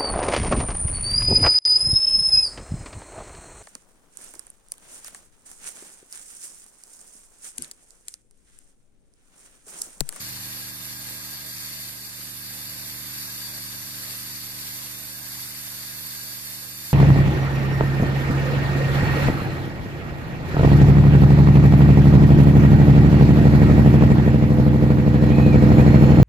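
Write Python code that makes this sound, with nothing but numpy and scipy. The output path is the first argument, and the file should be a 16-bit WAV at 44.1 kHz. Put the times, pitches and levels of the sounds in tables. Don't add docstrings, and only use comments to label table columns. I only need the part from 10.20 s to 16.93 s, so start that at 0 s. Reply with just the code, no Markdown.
import sys
import numpy as np
from scipy import signal
from scipy.fft import rfft, irfft, dct, next_fast_len
from scipy.io import wavfile
from scipy.ndimage import uniform_filter1d

SR = 44100
rng = np.random.default_rng(int(sys.argv[2]) if len(sys.argv) > 2 else 0)


def to_wav(s):
    ch = np.atleast_2d(s).T
    pcm = np.round(np.clip(ch, -1, 1) * 32767)
    wavfile.write(sys.argv[1], SR, pcm.astype(np.int16))


def attenuation_scalar(level_db):
    decades = np.asarray(level_db, float) / 20
    return 10 ** decades


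N = 296793
SIZE = next_fast_len(N)
HZ = np.arange(SIZE // 2 + 1) * SR / SIZE


def level_curve(rows, hz):
    corner_hz, db = np.transpose(rows)
    return np.interp(np.log(hz + 1), np.log(corner_hz), db)


def lag(hz):
    # frequency in Hz, left lead in radians.
    port_lag = [(0, 0), (1030, 1.8), (1640, -1.1), (2930, -2.9), (3360, -3.0), (3620, -2.0), (4570, -2.1),
                (5000, -2.5), (6290, -3.5), (7150, -4.6), (10100, -5.3), (12000, -5.2), (13200, -3.9),
                (14800, -5.2)]
    return np.exp(-1j * np.interp(hz, *np.transpose(port_lag)))


def walk(rate_hz):
    place = np.arange(0, N + 64, 64) * rate_hz / SR
    value = rng.standard_normal(int(place[-1]) + 2)
    k = place.astype(int)
    ramp = .5 - .5 * np.cos(np.pi * (place - k))
    return 1.15 * np.repeat(value[k] + ramp * (value[k + 1] - value[k]), 64)[:N]


def ports(alike):
    left, other = rfft(rng.standard_normal((2, SIZE)))
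    alike = np.clip(alike, 0, 1)
    right = alike * left * lag(HZ) + np.sqrt(1 - alike ** 2) * other
    return np.array([left, right])


def casing_rumble():
    # frequency in Hz, level in dB per Hz.
    rumble_rows = [(20, -24), (30, -14), (45, -10), (70, -14), (110, -2), (220, -6.5), (320, -4),
                   (420, -15)]
    edge = np.clip((420 - HZ) / 80, 0, 1)
    spectra = ports(0.56 + 0 * HZ) * attenuation_scalar(level_curve(rumble_rows, HZ)) * edge
    return attenuation_scalar(15.0) * irfft(spectra, SIZE)[:, :N]


def rattle(turn):
    # multiple of firing rate, level in dB.
    rattle_rows = [(15, -20), (16, -27.5), (17, -28.5), (18, -29.5), (19, -23.5), (20, -25), (21, -19.5),
                   (23, -33), (24, -25.5), (25, -21.5), (26, -19.5), (27, -25.5), (29, -32.5), (31, -26.5),
                   (32, -25), (35, -30.5), (36, -20), (38, -22.5), (39, -28), (40, -31), (42, -15),
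                   (43, -27), (44, -22.5), (45, -25), (46, -31.5), (47, -35), (48, -31.5), (49, -28.5),
                   (50, -27), (51, -24.5), (53, -31), (58, -24), (59, -25), (70, -32), (71, -31), (73, -22),
                   (75, -25), (77, -26), (79, -33)]
    lean_db_per_multiple, lag_rad_per_multiple = .17, .042
    k, db = np.transpose(rattle_rows)
    cycle = np.linspace(0, 2 * np.pi, 4097)
    start_rad = 2 * np.pi * rng.random(len(k))
    tones = np.exp(1j * (np.outer(cycle, k) + start_rad)) * attenuation_scalar(db)
    lean_db = lean_db_per_multiple * k - 0.5
    right_gain = attenuation_scalar(-.7 * lean_db) * np.exp(-1j * lag_rad_per_multiple * k)
    shapes = (tones @ attenuation_scalar(.3 * lean_db)).real, (tones @ right_gain).real
    played = np.array([np.interp(turn % (2 * np.pi), cycle, shape) for shape in shapes])
    return attenuation_scalar(1.1) * attenuation_scalar(2.2 * walk(9)) * played


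def exhaust(turn):
    # multiple of firing rate, level in dB.
    harmonics = [(1, -30), (2, -10), (3, -7.5), (4, -4), (5, 0.5), (6, -6), (7, -5.5), (8, -7), (9, -7),
                 (10, -14), (11, -14), (12, -6.5), (13, -25), (14, -16)]
    spread_rad, fire_rad, start_rad = -2.04, 4.65, .54
    out = 0
    for k, db in harmonics:
        wobble_rad = 0.006 * k * walk(3.5)
        phase = k * (turn + fire_rad) + spread_rad * k * k + start_rad + wobble_rad
        side = np.array([[attenuation_scalar(-1.9)], [attenuation_scalar(0.3) * lag(k * 25.0)]])
        out = out + attenuation_scalar(db + 0.054 * k * walk(4.9)) * (np.exp(1j * phase) * side).real
    return out


def kerf(time, level_db):
    # time in seconds, pitch in Hz, level in dB.
    glide = [(0, 1597, -12), (2.2, 1550, -2), (3.5, 1531, -4), (4.498, 1506, -2.5), (5.6, 1457, 0),
             (6.73, 1397, -4)]
    width_hz = 22
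    s, hz, db = np.transpose(glide)
    keep = np.exp(-np.pi * width_hz / SR)
    breath = rng.standard_normal(N) + 1j * rng.standard_normal(N)
    air = signal.lfilter([1 - keep], [1, -keep], breath)
    phase = 2 * np.pi * np.cumsum(np.interp(time, s, hz)) / SR
    tone = air * np.exp(1j * phase) * attenuation_scalar(level_db + np.interp(time, s, db))
    return np.array([tone.real, (tone * lag(1500)).real])


def ring(modes, level_db, flicker_db, alike):
    out, bite = 0, rng.standard_normal((2, N))
    for hz, width_hz, left_db, right_db in modes:
        keep = np.exp(-np.pi * .7 * width_hz / SR)
        pole = keep * np.exp(2j * np.pi * hz / SR)
        left, other = signal.lfilter([1 - keep], [1, -pole], bite)
        right = (alike * left + np.sqrt(1 - alike ** 2) * other) * lag(hz)
        flicker = attenuation_scalar(flicker_db * (walk(8) + .8 * walk(1.5)))
        out = out + flicker * 2 * np.array([attenuation_scalar(left_db) * left.real, attenuation_scalar(right_db) * right.real])
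    return out * attenuation_scalar(level_db)


def grit(pipe_db, barrel_db, turn):
    # frequency in Hz, level in dB per Hz.
    left_colour = [(420, -11.5), (700, -11), (1000, -8), (1500, -8), (1900, -2), (3150, -5.5), (4000, -3.5),
                   (4500, 3.5), (5100, -1.5), (7200, -5), (8000, -11), (9400, -10.5), (11000, -18.5),
                   (12800, -8), (14200, -7.5)]
    right_colour = [(420, -12.5), (700, -13.5), (1000, -10), (1400, -15.5), (2000, -9.5), (3000, -11.5),
                    (3600, -5.5), (4000, -3), (4800, -8), (6000, -6.5), (8300, -4), (10000, -3.5),
                    (11900, 4.5), (13000, -1.5), (14200, -4)]
    # frequency in Hz, share from 0 to 1.
    likeness = [(300, .75), (1100, .6), (1400, .2), (2600, .2), (2950, .6), (3450, .62), (4000, .25),
                (5400, .3), (5900, .6), (6400, .68), (9000, .5), (10000, .3), (14000, .2)]
    bit_turn_hz = 12.3
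    colour = attenuation_scalar(np.array([level_curve(left_colour, HZ), level_curve(right_colour, HZ)]))
    noise = ports(level_curve(likeness, HZ)) * colour * np.clip((HZ - 340) / 80, 0, 1)
    throb = np.sin(2 * np.pi * bit_turn_hz * np.arange(N) / SR + 2.1 * walk(0.92))
    clatter = np.exp(-((turn / (2 * np.pi) - .14) % 1) / 0.16)
    scrape, out = walk(9), 0
    for step in np.arange(-6, 13):
        centre_hz = 1000 * 2 ** (step / 3)
        mask = np.cos(np.pi / 2 * np.clip(3 * np.log2(HZ / centre_hz + 1e-9), -1, 1))
        high = np.clip(step / 3 - 2, 0, 1)
        low = np.clip(.3 - step / 3, 0, 1)
        db = pipe_db + high * (barrel_db - pipe_db) + 0.72 * scrape
        db = db + (0.68 + 2.6 * low) * walk(11) + (0.45 + 0.25 * high) * throb
        clatter_db = (1 - high) * np.array([[3.8], [1.8]]) + .7 * high
        db = db + clatter_db * clatter * (step > 0)
        out = out + attenuation_scalar(db) * irfft(noise * mask ** 2, SIZE)[:, :N]
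    return out


def scene():
    # time in seconds, firing rate in Hz.
    speed = [(0.0, 24.961), (0.396, 24.941), (0.792, 24.925), (1.188, 25.018), (1.584, 24.84),
             (1.979, 24.797), (2.375, 24.84), (2.771, 24.866), (3.167, 24.845), (3.563, 24.717),
             (3.959, 24.876), (4.355, 24.873), (4.751, 24.967), (5.146, 25.08), (5.542, 24.997),
             (5.938, 25.056), (6.334, 25.039), (6.73, 25.075)]
    # time in seconds, exhaust
    # level in dB.
    overall_level = [(0, -44), (.55, -47.5), (.9, -47), (1.17, -48.5), (1.4, -48), (2.2, -47.5), (2.9, -46),
                     (3.15, -47.5), (3.45, -46), (3.65, -47), (4.3, -47.5), (5.4, -49), (5.8, -48), (6.2, -49.5),
                     (6.73, -48.5)]
    # time in seconds, grind level in dB.
    feed = [(0, -0.5), (.4, 0.5), (.8, -0.5), (1.2, 0.5), (1.6, 0.5), (2.0, -0.6), (2.4, -0.3), (2.8, -0.5),
            (3.2, .5), (3.6, -0.7), (4.0, .3), (4.4, 0), (4.8, -0.5), (5.2, 0), (5.6, -0.5), (6.0, 0),
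            (6.4, -1), (6.73, -1)]
    # frequency in Hz, width in Hz, left and right level in dB per Hz.
    pipe_modes = [(1227, 28, -9, -12), (1633, 29, 4, -4.5), (1766, 22, -1, -14), (2035, 112, -9, -10),
                  (2896, 50, -11, -11), (3348, 55, -6, -10), (3596, 76, 0, -3), (4425, 110, 3.5, -10),
                  (4640, 42, 9, -11), (4867, 73, 1, -17), (5383, 55, 0, -17), (5609, 41, -13, -2),
                  (5825, 120, -2, -7)]
    barrel_modes = [(6525, 120, -4, -11), (7149, 90, -6, -5), (7569, 46, -10, -10), (8000, 112, -19, -6),
                    (8538, 80, -17, -4), (9022, 120, -11, -2), (9270, 54, -18, -4), (9895, 120, -19, -2),
                    (10056, 70, -13, -1.5), (10357, 52, -22, 1), (10648, 130, -15, 3), (10982, 71, -19, -8),
                    (11499, 95, -18, 2), (11746, 40, -13, 9), (11990, 55, -14, 8.5), (12080, 34, -18, 8),
                    (12328, 118, -13, 6), (13081, 120, -11, -2), (13717, 48, -8, -8), (14147, 86, -6, -10)]

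    time = np.arange(N) / SR
    firing_hz = np.interp(time, *np.transpose(speed))
    hunt_rad = .018 * walk(7)
    turn = 2 * np.pi * np.cumsum(firing_hz) / SR + hunt_rad
    exhaust_db = np.interp(time, *np.transpose(overall_level))
    feed_db = np.interp(time, *np.transpose(feed))
    extra_db = exhaust_db + 47.5
    pipe_db = -32 + 0.61 * extra_db + 0.26 * time + feed_db
    barrel_db = -32 + 0.27 * extra_db + 0.3449 * time + .8 * feed_db

    engine = attenuation_scalar(exhaust_db - 2.0) * (casing_rumble() + rattle(turn) + exhaust(turn))
    whistle = kerf(time, pipe_db)
    pipe = ring(pipe_modes, pipe_db + 1.5, flicker_db=1.5, alike=0.55)
    barrel = ring(barrel_modes, barrel_db + 2.5, flicker_db=0.7, alike=0.58)
    return engine + whistle + pipe + barrel + grit(pipe_db, barrel_db, turn)


def duck():
    start_s, in_s, hold_s, out_s, depth_db = 1.66, 0.1, 0.17, 0.13, -2
    corners_s = start_s + np.cumsum([0, in_s, hold_s, out_s])
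    return attenuation_scalar(depth_db * np.interp(np.arange(N) / SR, corners_s, [0, 1, 1, 0]))


def side_notches():
    # frequency in Hz, width in Hz, depth in dB.
    dips = [
        [(3150, 200, -1.5), (6280, 130, -3), (9420, 200, -4), (10850, 150, -1), (11130, 150, -1.5), (11620, 150, -3), (12850, 200, -4), (430, 50, -4)],
        [(1390, 50, -7), (1880, 70, -4), (4010, 100, -5), (4800, 120, -4), (5500, 80, -3), (6280, 130, -1.5), (430, 50, -4)],
    ]
    top_hz = 14560
    notch_db = np.array([sum(db * np.exp(-((HZ - hz) / width_hz) ** 2) for hz, width_hz, db in side)
                         for side in dips])
    return attenuation_scalar(notch_db) * attenuation_scalar(-.28 * np.clip(HZ - top_hz + 60, 0, 300))


def round_lines(x):
    # frequency in Hz, step over block loudness in dB.
    step_rows = [(100, -30), (330, -29), (430, -26), (700, -22.5), (1200, -11), (1600, -7), (2200, -2),
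                 (3100, 1.5), (4000, 2), (5200, 1.5), (7200, 1), (8500, -1.5), (14500, -2.5)]
    block, grid, band = 1024, 501, 16
    jitter_db, joint_step_db, joint_bias, round_up = 1.9, -.7, 1.25, .4
    blocks, half = N // block + 3, block // 2

    x = np.pad(x, ((0, 0), (block - grid, blocks * block - N - block + grid)))
    x = x.reshape(2, blocks, 2, half)
    window = np.sin(np.pi * (np.arange(2 * block) + .5) / (2 * block)).reshape(4, half)
    frames = np.concatenate([x[:, :-1], x[:, 1:]], axis=2) * window
    a, b, c, d = np.moveaxis(frames, 2, 0)
    folded = np.concatenate([-c[..., ::-1] - d, a - b[..., ::-1]], axis=2)
    lines = dct(folded, type=4, norm="ortho").reshape(2, blocks - 1, -1, band)

    def weaker(pair):
        power = np.mean(pair ** 2, axis=3, keepdims=True)
        return uniform_filter1d(power, size=3, axis=1).min(axis=0)

    summed = np.array([lines[0] + lines[1], lines[0] - lines[1]]) / 2
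    joint = 2 * weaker(summed) < joint_bias * weaker(lines)

    hz = (np.arange(block // band) + .5) * band * SR / 2 / block
    loud = uniform_filter1d(np.sqrt(np.mean(lines ** 2, axis=(0, 2, 3))), size=9)
    draws = rng.standard_normal((2, blocks - 1, len(hz), 4))
    jump_db = jitter_db * 1.4 * uniform_filter1d(draws, size=2, axis=1)
    narrow = abs(hz[:, None] - 700) < 400
    jump_db = np.where(narrow, 3.2 * jump_db, jump_db[..., :1])
    jump_db = np.repeat(jump_db, band // 4, axis=3)
    step = loud[:, None, None] * attenuation_scalar(level_curve(step_rows, hz)[:, None] + jump_db)
    step = step * attenuation_scalar(joint_step_db * joint) + 1e-12

    kept = np.where(joint, summed, lines)
    kept = np.sign(kept) * np.floor(np.abs(kept) / step + round_up) * step
    kept = np.where(joint, [kept[0] + kept[1], kept[0] - kept[1]], kept)
    u, v = np.split(dct(kept.reshape(2, blocks - 1, block), type=4, norm="ortho"), 2, axis=2)
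    parts = np.stack([v, -v[..., ::-1], -u[..., ::-1], -u], axis=2) * window
    gap = np.zeros((2, 1, 2, half))
    out = np.concatenate([parts[:, :, :2], gap], axis=1)
    out = out + np.concatenate([gap, parts[:, :, 2:]], axis=1)
    return out.reshape(2, -1)[:, block - grid:][:, :N]


def roll_off(x):
    return signal.sosfilt(signal.butter(12, 15270, fs=SR, output="sos"), x)


def record(dry):
    heard = duck() * irfft(rfft(dry, SIZE) * side_notches(), SIZE)[:, :N]
    mix = round_lines(heard)
    return roll_off(mix)


dry = scene()
out = record(dry)
to_wav(out)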